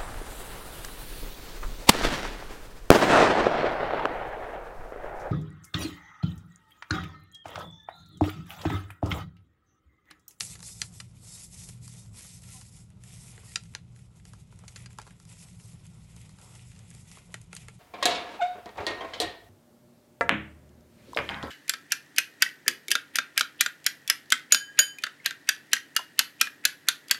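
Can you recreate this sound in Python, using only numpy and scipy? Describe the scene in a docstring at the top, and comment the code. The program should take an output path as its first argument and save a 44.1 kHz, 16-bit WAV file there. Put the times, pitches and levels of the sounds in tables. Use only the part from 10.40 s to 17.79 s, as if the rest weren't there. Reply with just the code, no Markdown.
"""In a quiet room, a small four-legged plastic robot shuffles on a carpet about a metre from a phone.
Servo gears rasp in short throbbing strokes (tooth impacts through case resonances) and whine at times.
Feet scuff (grains through shell and pile resonances); joints and feet tick and knock (skids ringing
limb modes) and joints creak (gliding tones). The room adds a short tail; a ventilation rumble
(filtered noise), a wavering mains hum and a faint hiss lie beneath."""
import sys
import numpy as np
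from scipy import signal
from scipy.fft import rfft, irfft
from scipy.io import wavfile
from scipy.ndimage import uniform_filter1d

SR = 44100
rng = np.random.default_rng(int(sys.argv[2]) if len(sys.argv) > 2 else 0)


def wav_out(sig):
    """Save sig, one row per channel (or a flat mono array), as 16-bit PCM at SR to the path in sys.argv[1]."""
    wavfile.write(sys.argv[1], SR, np.round(np.clip(np.atleast_2d(sig).T, -1, 1) * 32767).astype(np.int16))


def magnitude_from_level(level_db):
    """Linear magnitude for a level in decibels (20 dB per decade)."""
    exponent = np.asarray(level_db, float) / 20
    return 10 ** exponent


N = 325899  # length [samples]
ORDINARY_DB = -59.5  # gear level of an ordinary stroke

# ticks and knocks: (time [s], peak level before the room [dB], part struck, spectral tilt [dB per octave])
KNOCKS = [(0.006, -13.5, "foot", 1.8), (0.152, -37, "scuff", -1), (0.191, -41, "link", -0.5),
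          (0.203, -36.5, "link", 1), (0.227, -33, "link", -0.5), (0.416, -12.5, "foot", 1),
          (0.6, -30, "scuff", 0.1), (1.288, -32.5, "joint", -2), (1.477, -35.5, "frame", 4),
          (1.537, -37.5, "joint", -2), (1.807, -37.5, "joint", -2.5), (1.847, -45, "frame", 1),
          (2.019, -44, "joint", 3), (2.036, -48, "shell", 4.5), (2.087, -44, "joint", 3),
          (2.211, -39, "link", 4), (2.364, -43, "joint", 5), (2.502, -48.5, "shell", 4.5),
          (2.636, -39, "shell", 4.5), (2.977, -39.5, "shell", -3), (3.032, -48.5, "frame", -6),
          (3.157, -12, "foot", -1), (3.235, -43, "link", 2), (3.337, -44.5, "shell", 0),
          (3.349, -20, "foot", -3.5), (3.589, -51, "shell", 2), (3.797, -52, "shell", -1),
          (3.852, -41, "link", -0.5), (3.933, -40.5, "frame", 0.5), (4.124, -47, "frame", -4),
          (4.189, -44, "joint", -4), (4.236, -46, "frame", -5.5), (4.279, -33.5, "scuff", 3.5),
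          (4.359, -32.5, "scuff", -0.5), (4.441, -52, "shell", -1), (4.458, -36, "scuff", -0.5),
          (4.505, -47, "shell", 1.5), (4.529, -46, "shell", 5), (4.576, -48, "frame", 3),
          (4.585, -29.5, "frame", -1), (4.597, -36.5, "frame", -1.5), (4.615, -38, "link", -1),
          (4.624, -47, "link", -2), (4.666, -45, "frame", -3), (4.674, -42, "frame", -2.5),
          (4.706, -46, "shell", 0), (4.799, -43.5, "frame", 3), (4.851, -45, "link", 2),
          (5.453, -48, "shell", 2.5), (5.465, -44, "joint", 3), (5.763, -40.5, "joint", -3.5),
          (5.815, -47, "joint", -2), (5.892, -46, "link", -0.5), (5.985, -47, "frame", 0.1),
          (6.014, -43, "joint", 0.1), (6.152, -42, "joint", 0.1), (6.316, -48, "shell", 2),
          (6.39, -42.5, "link", 1.5), (6.503, -38, "joint", 4), (6.511, -44, "shell", 0.1),
          (6.539, -46, "joint", -1), (6.548, -41.5, "joint", -3.5), (6.714, -39, "link", 1),
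          (6.771, -42.5, "frame", -4.5), (6.784, -46, "shell", 0), (6.941, -24, "shell", -0.2),
          (7.014, -40.5, "joint", 0), (7.129, -31, "shell", -1), (7.15, -31, "joint", 7),
          (7.164, -30, "scuff", 3.5), (7.283, -32, "shell", -0.8)]
# where a limb is struck sets its colour: part: (mode levels at five rising frequencies [dB])
PARTS = {"foot": (-51, -32.5, -20.5, -10.5, -26), "scuff": (-35.5, -21, -16.5, -10, -23),
         "joint": (-31.5, -26, -28, -8.5, -8), "shell": (-19.5, -16, -6.5, -13, -13.5),
         "frame": (-24.5, -4, -22.5, -9.5, -17.5), "link": (-32, -18, -25, -10, -18.5)}


def level(x, db):
    """Scale to an rms level: rms is the root of the mean power."""
    return x * magnitude_from_level(db) / np.sqrt(np.mean(x ** 2))


def band(x, hz, width):
    """One damped resonance, a second-order band-pass with gain 1 at its centre."""
    return signal.lfilter(*signal.iirpeak(hz, hz / width, SR), x)


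def body(x, modes):
    """Modal superposition: parallel resonances, neighbours in opposite phase; rms 1."""
    total = 0
    for k, (hz, width, db) in enumerate(modes):
        total = total + (-1) ** k * magnitude_from_level(db) * band(x, hz, width)
    return level(total, 0)


def walk(rate):
    """Random modulation: levels held 1 / rate s and smoothed twice; spread near 1."""
    k = int(SR / rate)
    held = np.repeat(rng.standard_normal(N // k + 1), k)
    return 1.18 * uniform_filter1d(uniform_filter1d(held, k), k)[:N]


def grains(rate, spread_db, hiss_db):
    """Shot noise: tiny impacts at random moments, a few much larger, over a smooth hiss."""
    size = magnitude_from_level(spread_db * np.minimum(rng.exponential(size=N), 4.5))
    hits = (rng.random(N) < rate / SR) * size * rng.standard_normal(N)
    return level(hits, 0) + magnitude_from_level(hiss_db) * rng.standard_normal(N)


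def spell(start_s, end_s):
    """Time gating: sample range, clock and soft on-off window of a short sound."""
    i, j = int(start_s * SR), int(end_s * SR)
    return slice(i, j), np.arange(i, j) / SR, signal.windows.tukey(j - i, .5)


def effort():
    """Power addition: strokes spin up, hold while the load drifts and run down; gear and foot level in dB."""
    # servo strokes: (start of the hold [s], hold [s], gear level at its start [dB],
    # gear level at its end [dB], foot scrape over the gears [dB])
    stroke_rows = [(0.0, 0.067, -37.5, -43, -17.5), (0.08, 0.06, -52.5, -46.5, -11),
                   (0.24, 0.049, -45, -42.5, -17.5), (0.309, 0.1, -54, -51.5, -17.5),
                   (0.435, 0.026, -50, -49, -25), (0.54, .07, -53.5, -56, -13),
                   (0.645, .05, -66.5, -71, -10), (0.76, 0.012, -64.5, -66, -5),
                   (0.85, 0.2, -50.5, -47, -17.5), (1.145, 0.15, -48, -51, -14.5),
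                   (1.332, 0.056, -59.5, -64, -9.5), (1.439, 0.21, -55, -56.5, -12.5),
                   (1.772, .2, -46.5, -54.5, -12.5), (2.043, 0.13, -53, -46.5, -12),
                   (2.201, 0.14, -58.5, -61.5, -13), (2.349, 0.09, -57, -62, -13),
                   (2.653, 0.25, -54.5, -55, -10), (2.92, .1, -56.5, -59, -6.5),
                   (3.058, .09, -53.5, -53.5, -10), (3.188, 0.17, -65, -65.5, -7.5),
                   (3.562, .08, -66.5, -68, -8.5), (3.766, 0.034, -66, -69.5, -9),
                   (3.863, 0.14, -62.5, -63, -6.5), (4.116, 0.12, -69.5, -69, -3.5),
                   (4.288, 0.033, -59, -62, -10), (4.367, 0.08, -55.5, -61.5, -3),
                   (4.51, .05, -66.5, -67, -4), (4.595, 0.13, -65, -63, -4.5),
                   (4.76, 0.074, -69.5, -64, -7), (4.9, .03, -54, -55, -7),
                   (4.961, 0.091, -58.5, -53, -7.5), (5.083, 0.071, -60.5, -61.5, -6.5),
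                   (5.201, .11, -59.5, -56.5, -11), (5.33, 0.092, -65.5, -69.5, -5),
                   (5.45, .02, -62.5, -65, -7), (5.498, 0.28, -66.5, -64, -6), (5.766, 0.2, -62, -67, -3.5),
                   (5.999, .17, -60.5, -56.5, -6.5), (6.194, .3, -63, -62.5, -5),
                   (6.532, 0.09, -60.5, -59.5, -7.5), (6.678, 0.098, -59, -55.5, -5),
                   (6.799, 0.13, -69, -61.5, -4), (6.97, 0.077, -64, -70, -4.5),
                   (7.138, 0.094, -59, -59, -3), (7.27, 0.082, -68, -65, -1)]
    spin_up_db_per_s, run_down_db_per_s, idle_db = 379, 338, -78
    t = np.arange(0, N + 64, 64) / SR
    gear = foot = magnitude_from_level(idle_db) ** 2
    for s, hold, first_db, last_db, foot_db in stroke_rows:
        times = [s - 1, s, s + hold, s + hold + 1]
        levels = [first_db - spin_up_db_per_s, first_db, last_db, last_db - run_down_db_per_s]
        power = magnitude_from_level(2 * np.interp(t, times, levels))
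        gear = gear + power
        foot = foot + power * magnitude_from_level(2 * foot_db)
    return [np.interp(np.arange(N) / SR, t, 10 * np.log10(power)) for power in (gear, foot)]


def strokes(gear_db, foot_db):
    """Source and resonator: teeth and scraping grains, juddering as a servo chases its target, drive bodies."""
    # servo case under the gear teeth: (frequency [Hz], width [Hz], relative level before the treble tilt [dB])
    case_modes = [(4560, 1520, -11), (5370, 800, -7), (6360, 890, -8.5), (7450, 1380, -7), (8470, 1260, -7),
                  (9350, 1110, -9), (11060, 1300, -14), (3600, 570, -13)]
    # foot shells dragged over the pile: (frequency [Hz], width [Hz], relative level [dB])
    foot_modes = [(1977, 350, -4), (2546, 350, -1), (2840, 404, -2), (3550, 790, -7)]
    # carpet and frame under a soft rub: (frequency [Hz], width [Hz], relative level [dB])
    pile_modes = [(442, 220, 2), (780, 152, 4.5), (946, 144, 4), (1400, 290, -1)]
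    # harder strokes are brighter: tilt in dB per octave about 7 kHz, and its gain for each dB of effort
    ordinary_tilt_db, tilt_per_db = 3, 0.11
    # carpet rub at an ordinary scrape, and the share of the scrape's swell that it follows
    scrape_db, rub_db, rub_follows = -67.5, -69, 0.5
    slide_rub_db = -10.5  # carpet rub under the scrape that trails a knock

    tilt_db = ordinary_tilt_db + tilt_per_db * (gear_db - ORDINARY_DB)
    pile_db = rub_db + rub_follows * (foot_db - scrape_db)
    judder, slide = walk(60), slides()
    teeth = level(grains(rate=5000, spread_db=1.5, hiss_db=-0.5), 0) + whine()

    # each part of the case catches the load at its own moments
    gears = 0
    for k, (hz, width, db) in enumerate(case_modes):
        gain = magnitude_from_level(db + tilt_db * np.log2(hz / 7000) + 1.0 * walk(40))
        gears = gears + (-1) ** k * gain * band(teeth, hz, width)
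    gears = level(gears * magnitude_from_level(2.1 * judder), 0) * magnitude_from_level(gear_db)

    scrape = grains(rate=1100, spread_db=2.5, hiss_db=0.5) * magnitude_from_level(1.0 * judder + 1.2 * walk(30))
    feet = body(scrape, foot_modes) * (magnitude_from_level(foot_db) + slide)
    rub = grains(rate=600, spread_db=1.0, hiss_db=4) * magnitude_from_level(2.6 * walk(30))
    pile = body(rub, pile_modes) * (magnitude_from_level(pile_db) + magnitude_from_level(slide_rub_db) * slide)
    return gears + feet + pile


def whine():
    """Tooth-mesh harmonics: the rate rises as the motor gathers speed; each overtone flickers on its own."""
    # motor whine: (time [s], length [s], first tooth rate [Hz], tooth rate approached [Hz],
    # level over the gear rasp ahead of the case [dB])
    whine_rows = [(0.057, .09, 610, 730, -8), (0.218, 0.071, 597, 734, -4), (0.308, 0.032, 675, 750, -2),
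                  (0.358, .045, 645, 732, -6.5), (0.87, .17, 710, 776, -7), (1.151, .15, 700, 748, -9.5),
                  (1.55, 0.094, 700, 747, -4.5)]
    speed_settles = .4  # time constant as a share of the length
    out = np.zeros(N)
    for s, length, first_hz, last_hz, db in whine_rows:
        span, t, window = spell(s, s + length)
        hz = last_hz + (first_hz - last_hz) * np.exp(-(t - s) / (speed_settles * length))
        phase = 2 * np.pi * np.cumsum(hz * (1 + 0.0045 * walk(150)[span])) / SR
        tone = 0
        for k in range(4, 15):
            tone = tone + magnitude_from_level(2.3 * walk(44.8)[span] - 0.91 * k) * np.sin(k * phase + k * k)
        out[span] += level(tone, db) * window
    return out


def slides():
    """Exponential decay: a knocked foot slides on, and its scrape fades; gives the scrape's amplitude."""
    under_knock_db, t60_s = -31.5, 0.096
    kicks = np.zeros(N)
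    for s, peak_db, *_ in KNOCKS:
        kicks[int(s * SR)] = magnitude_from_level(peak_db + under_knock_db)
    return signal.lfilter([1], [1, -np.exp(-np.log(1000) / (t60_s * SR))], kicks)


def knocks(rows):
    """Modal excitation: a short gritty skid rings the limb modes, coloured by the part struck."""
    # plastic limbs: (frequency before detuning [Hz], level before colour and scatter [dB], t60 [s])
    limb_modes = [(342, -1.5, 0.026), (438.5, 3, 0.06), (607, 1, 0.016), (802, -3, 0.028),
                  (884, 0.5, 0.019), (1080, -2.5, 0.017), (1370, 2.5, 0.018), (1660, 3.5, 0.018),
                  (1965, 5.5, 0.0092), (2430, 1.5, 0.0075), (2757, 1.5, 0.015), (3050, 0, 0.0083),
                  (3545, -4, 0.011), (4100, 0.5, 0.0094), (4760, 0.5, 0.0096), (5190, -2, 0.0092),
                  (5580, -1.5, 0.0095), (6017, 1.5, 0.012), (6750, 6, 0.0091), (7240, 4.5, 0.0054),
                  (7940, 0.5, 0.0054), (7610, 1, 0.0045), (8870, 11.5, 0.0035), (10200, 8, 0.0044),
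                  (10500, 6, 0.0046), (11350, 2, 0.0026)]
    # frequencies at which PARTS gives its levels: (frequency [Hz])
    colour_hz = [500, 1050, 2200, 5000, 9000]
    skid_s, scuff_s = 0.00099, 0.0044  # decay constants: a glancing scuff skids longer
    rattle_db, rattle_s = -24.5, 0.011  # loose parts chatter on after a contact

    out, t = np.zeros(N + SR), np.arange(SR // 12) / SR
    hz, mode_db, t60 = np.transpose(limb_modes)[:, :, None]
    signs = (-1.) ** np.arange(len(limb_modes))[:, None]  # neighbouring modes move in opposite phase
    chance = rng.random((len(rows), 2, len(limb_modes), 1))
    grit = rng.standard_normal((len(rows), len(t)))
    for (s, peak_db, part, tilt_db), (detune, scatter), g in zip(rows, chance, grit):
        colour_db = np.interp(np.log(hz), np.log(colour_hz), PARTS[part])
        colour_db = colour_db + tilt_db * np.log2(hz / colour_hz[2])
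        ring = np.sin(2 * np.pi * hz * (1 + 0.062 * (detune - .5)) * t) * np.exp(-np.log(1000) * t / t60)
        # each mode swells over its first cycles, which keeps bright blows free of thud
        ring = ring * (1 - np.exp(-t * hz / 0.5))
        # the force builds in about half a millisecond, then dies as the skid ends
        fade = np.exp(-t / (scuff_s if part == "scuff" else skid_s)) + magnitude_from_level(rattle_db) * np.exp(-t / rattle_s)
        force = g * np.abs(g) * np.minimum(t / 0.00053, 1) * fade
        rung = signal.fftconvolve(force[None], ring, axes=1)[:, :len(t)]
        rung = rung / np.abs(rung).max(axis=1, keepdims=True)
        blow = (signs * magnitude_from_level(mode_db + colour_db + 5.2 * scatter) * rung).sum(axis=0)
        i = int(s * SR)
        out[i:i + len(t)] += magnitude_from_level(peak_db) * blow / np.abs(blow).max()
    return out[:N]


def play(gear_db):
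    """Random impacts of loose joints: faint ticks, louder with effort, as rows like KNOCKS."""
    count = 30
    base_db, spread_db, follows = -53, 5.5, .5  # lowest peak at an ordinary stroke, spread, share of effort
    when, size, part = rng.random((count, 3)).T
    i = (when * (N - 1)).astype(int)
    names = np.array(list(PARTS))[(part * len(PARTS)).astype(int)]
    peak_db = follows * (gear_db[i] - ORDINARY_DB) + base_db + spread_db * size
    return list(zip(i / SR, peak_db, names, 0 * size))


def creaks():
    """Stick-slip: joints under load give brief tones, steady or sagging, roughened by slipping."""
    # creaking joints: (time [s], length [s], first frequency [Hz], last frequency [Hz], rms level [dB])
    creak_rows = [(2.083, .035, 1370, 1370, -69), (2.13, .05, 1058, 986, -66),
                  (2.136, 0.067, 780, 748, -64), (3.07, .05, 1890, 1890, -67.5),
                  (4.655, 0.036, 1080, 1050, -65)]
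    out, slip = np.zeros(N), magnitude_from_level(3.6 * walk(150))
    for s, length, first_hz, last_hz, db in creak_rows:
        span, t, window = spell(s, s + length)
        tone = np.sin(2 * np.pi * np.cumsum(np.linspace(first_hz, last_hz, len(t))) / SR)
        out[span] += level(tone * window * slip[span], db)
    return out


def room(x):
    """Reverberation by convolution: a wall echo within a short, soft tail from walls and furniture."""
    t60_s, tail_db, dull_hz = .16, -21.5, 10000
    echo_s, echo_db = .008, -20.5
    hollow_s, hollow_hz, hollow_t60_s, hollow_db = .011, 1383, 0.044, -29.5

    t = np.arange(SR // 3) / SR
    tail = rng.standard_normal(len(t)) * np.exp(-np.log(1000) * t / t60_s) * (t > .006)
    tail = signal.lfilter(*signal.butter(1, dull_hz, fs=SR), tail)
    tail = tail * magnitude_from_level(tail_db) / np.sqrt(np.sum(tail ** 2))
    tail[int(echo_s * SR)] += magnitude_from_level(echo_db)
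    # a hollow piece of furniture answers late at its own pitch
    late = np.maximum(t - hollow_s, 0)
    ring = np.sin(2 * np.pi * hollow_hz * late) * np.exp(-np.log(1000) * late / hollow_t60_s)
    tail = tail + ring * magnitude_from_level(hollow_db) / np.sqrt(np.sum(ring ** 2))
    return x + signal.fftconvolve(x, tail)[:N]


def rumble():
    """Room modes: ventilation noise feeds low resonances, swelling slowly, with a wavering mains hum."""
    # room resonances: (frequency [Hz], nominal width, widened below [Hz], rms level before the swell [dB])
    room_modes = [(36.5, 23, -75), (56.6, 22, -60), (90.5, 11.6, -59), (110.8, 11.8, -56.5),
                  (119.6, 4.6, -60), (145.4, 18.3, -61.5), (158.3, 12.6, -62.5), (175.7, 12.4, -59),
                  (191.6, 20.3, -65.5), (226.8, 31.5, -70.5), (248.3, 18, -81.5)]
    mains_hz, mains_db = 120.5, -57.5
    noise = 0
    for hz, width, db in room_modes:
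        wide = 1.53 * width  # two passes in series narrow the resonance
        noise = noise + level(band(band(rng.standard_normal(N), hz, wide), hz, wide), db)
    hum = np.sin(2 * np.pi * mains_hz * np.arange(N) / SR) * magnitude_from_level(5.1 * walk(5.0))
    return noise * magnitude_from_level(1.44 * walk(7.7)) + level(hum, mains_db)


def air():
    """Spectral shaping of white noise: the faint steady hiss of still air and microphone."""
    # hiss spectrum: (frequency [Hz], relative level per Hz [dB])
    hiss_spectrum = [(30, -25.5), (250, -1.5), (330, 5.5), (700, -8), (1500, -23.5), (4000, -16),
                     (11000, -20.5), (12500, -20.5)]
    hz, db = np.transpose(hiss_spectrum)
    f = np.maximum(np.fft.rfftfreq(N, 1 / SR), 1)
    gain = magnitude_from_level(np.interp(np.log(f), np.log(hz), db))
    return level(irfft(rfft(rng.standard_normal(N)) * gain, N), -70.5)


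def scene():
    """Superposition: the robot, heard through its room, over the background."""
    gear_db, foot_db = effort()
    robot = strokes(gear_db, foot_db) + creaks() + knocks(KNOCKS + play(gear_db))
    return (room(robot) + rumble() + air())[None]


def low_pass(x):
    """Removes everything above the highest recorded frequency."""
    return signal.sosfilt(signal.butter(12, 12660, fs=SR, output="sos"), x)


def record(dry):
    """Low-pass filtering: the phone cuts the top of the spectrum."""
    top_hz = 11480
    mix = signal.sosfilt(signal.cheby1(8, 1, top_hz, fs=SR, output="sos"), dry)
    return low_pass(mix)


dry = scene()
out = record(dry)
wav_out(out)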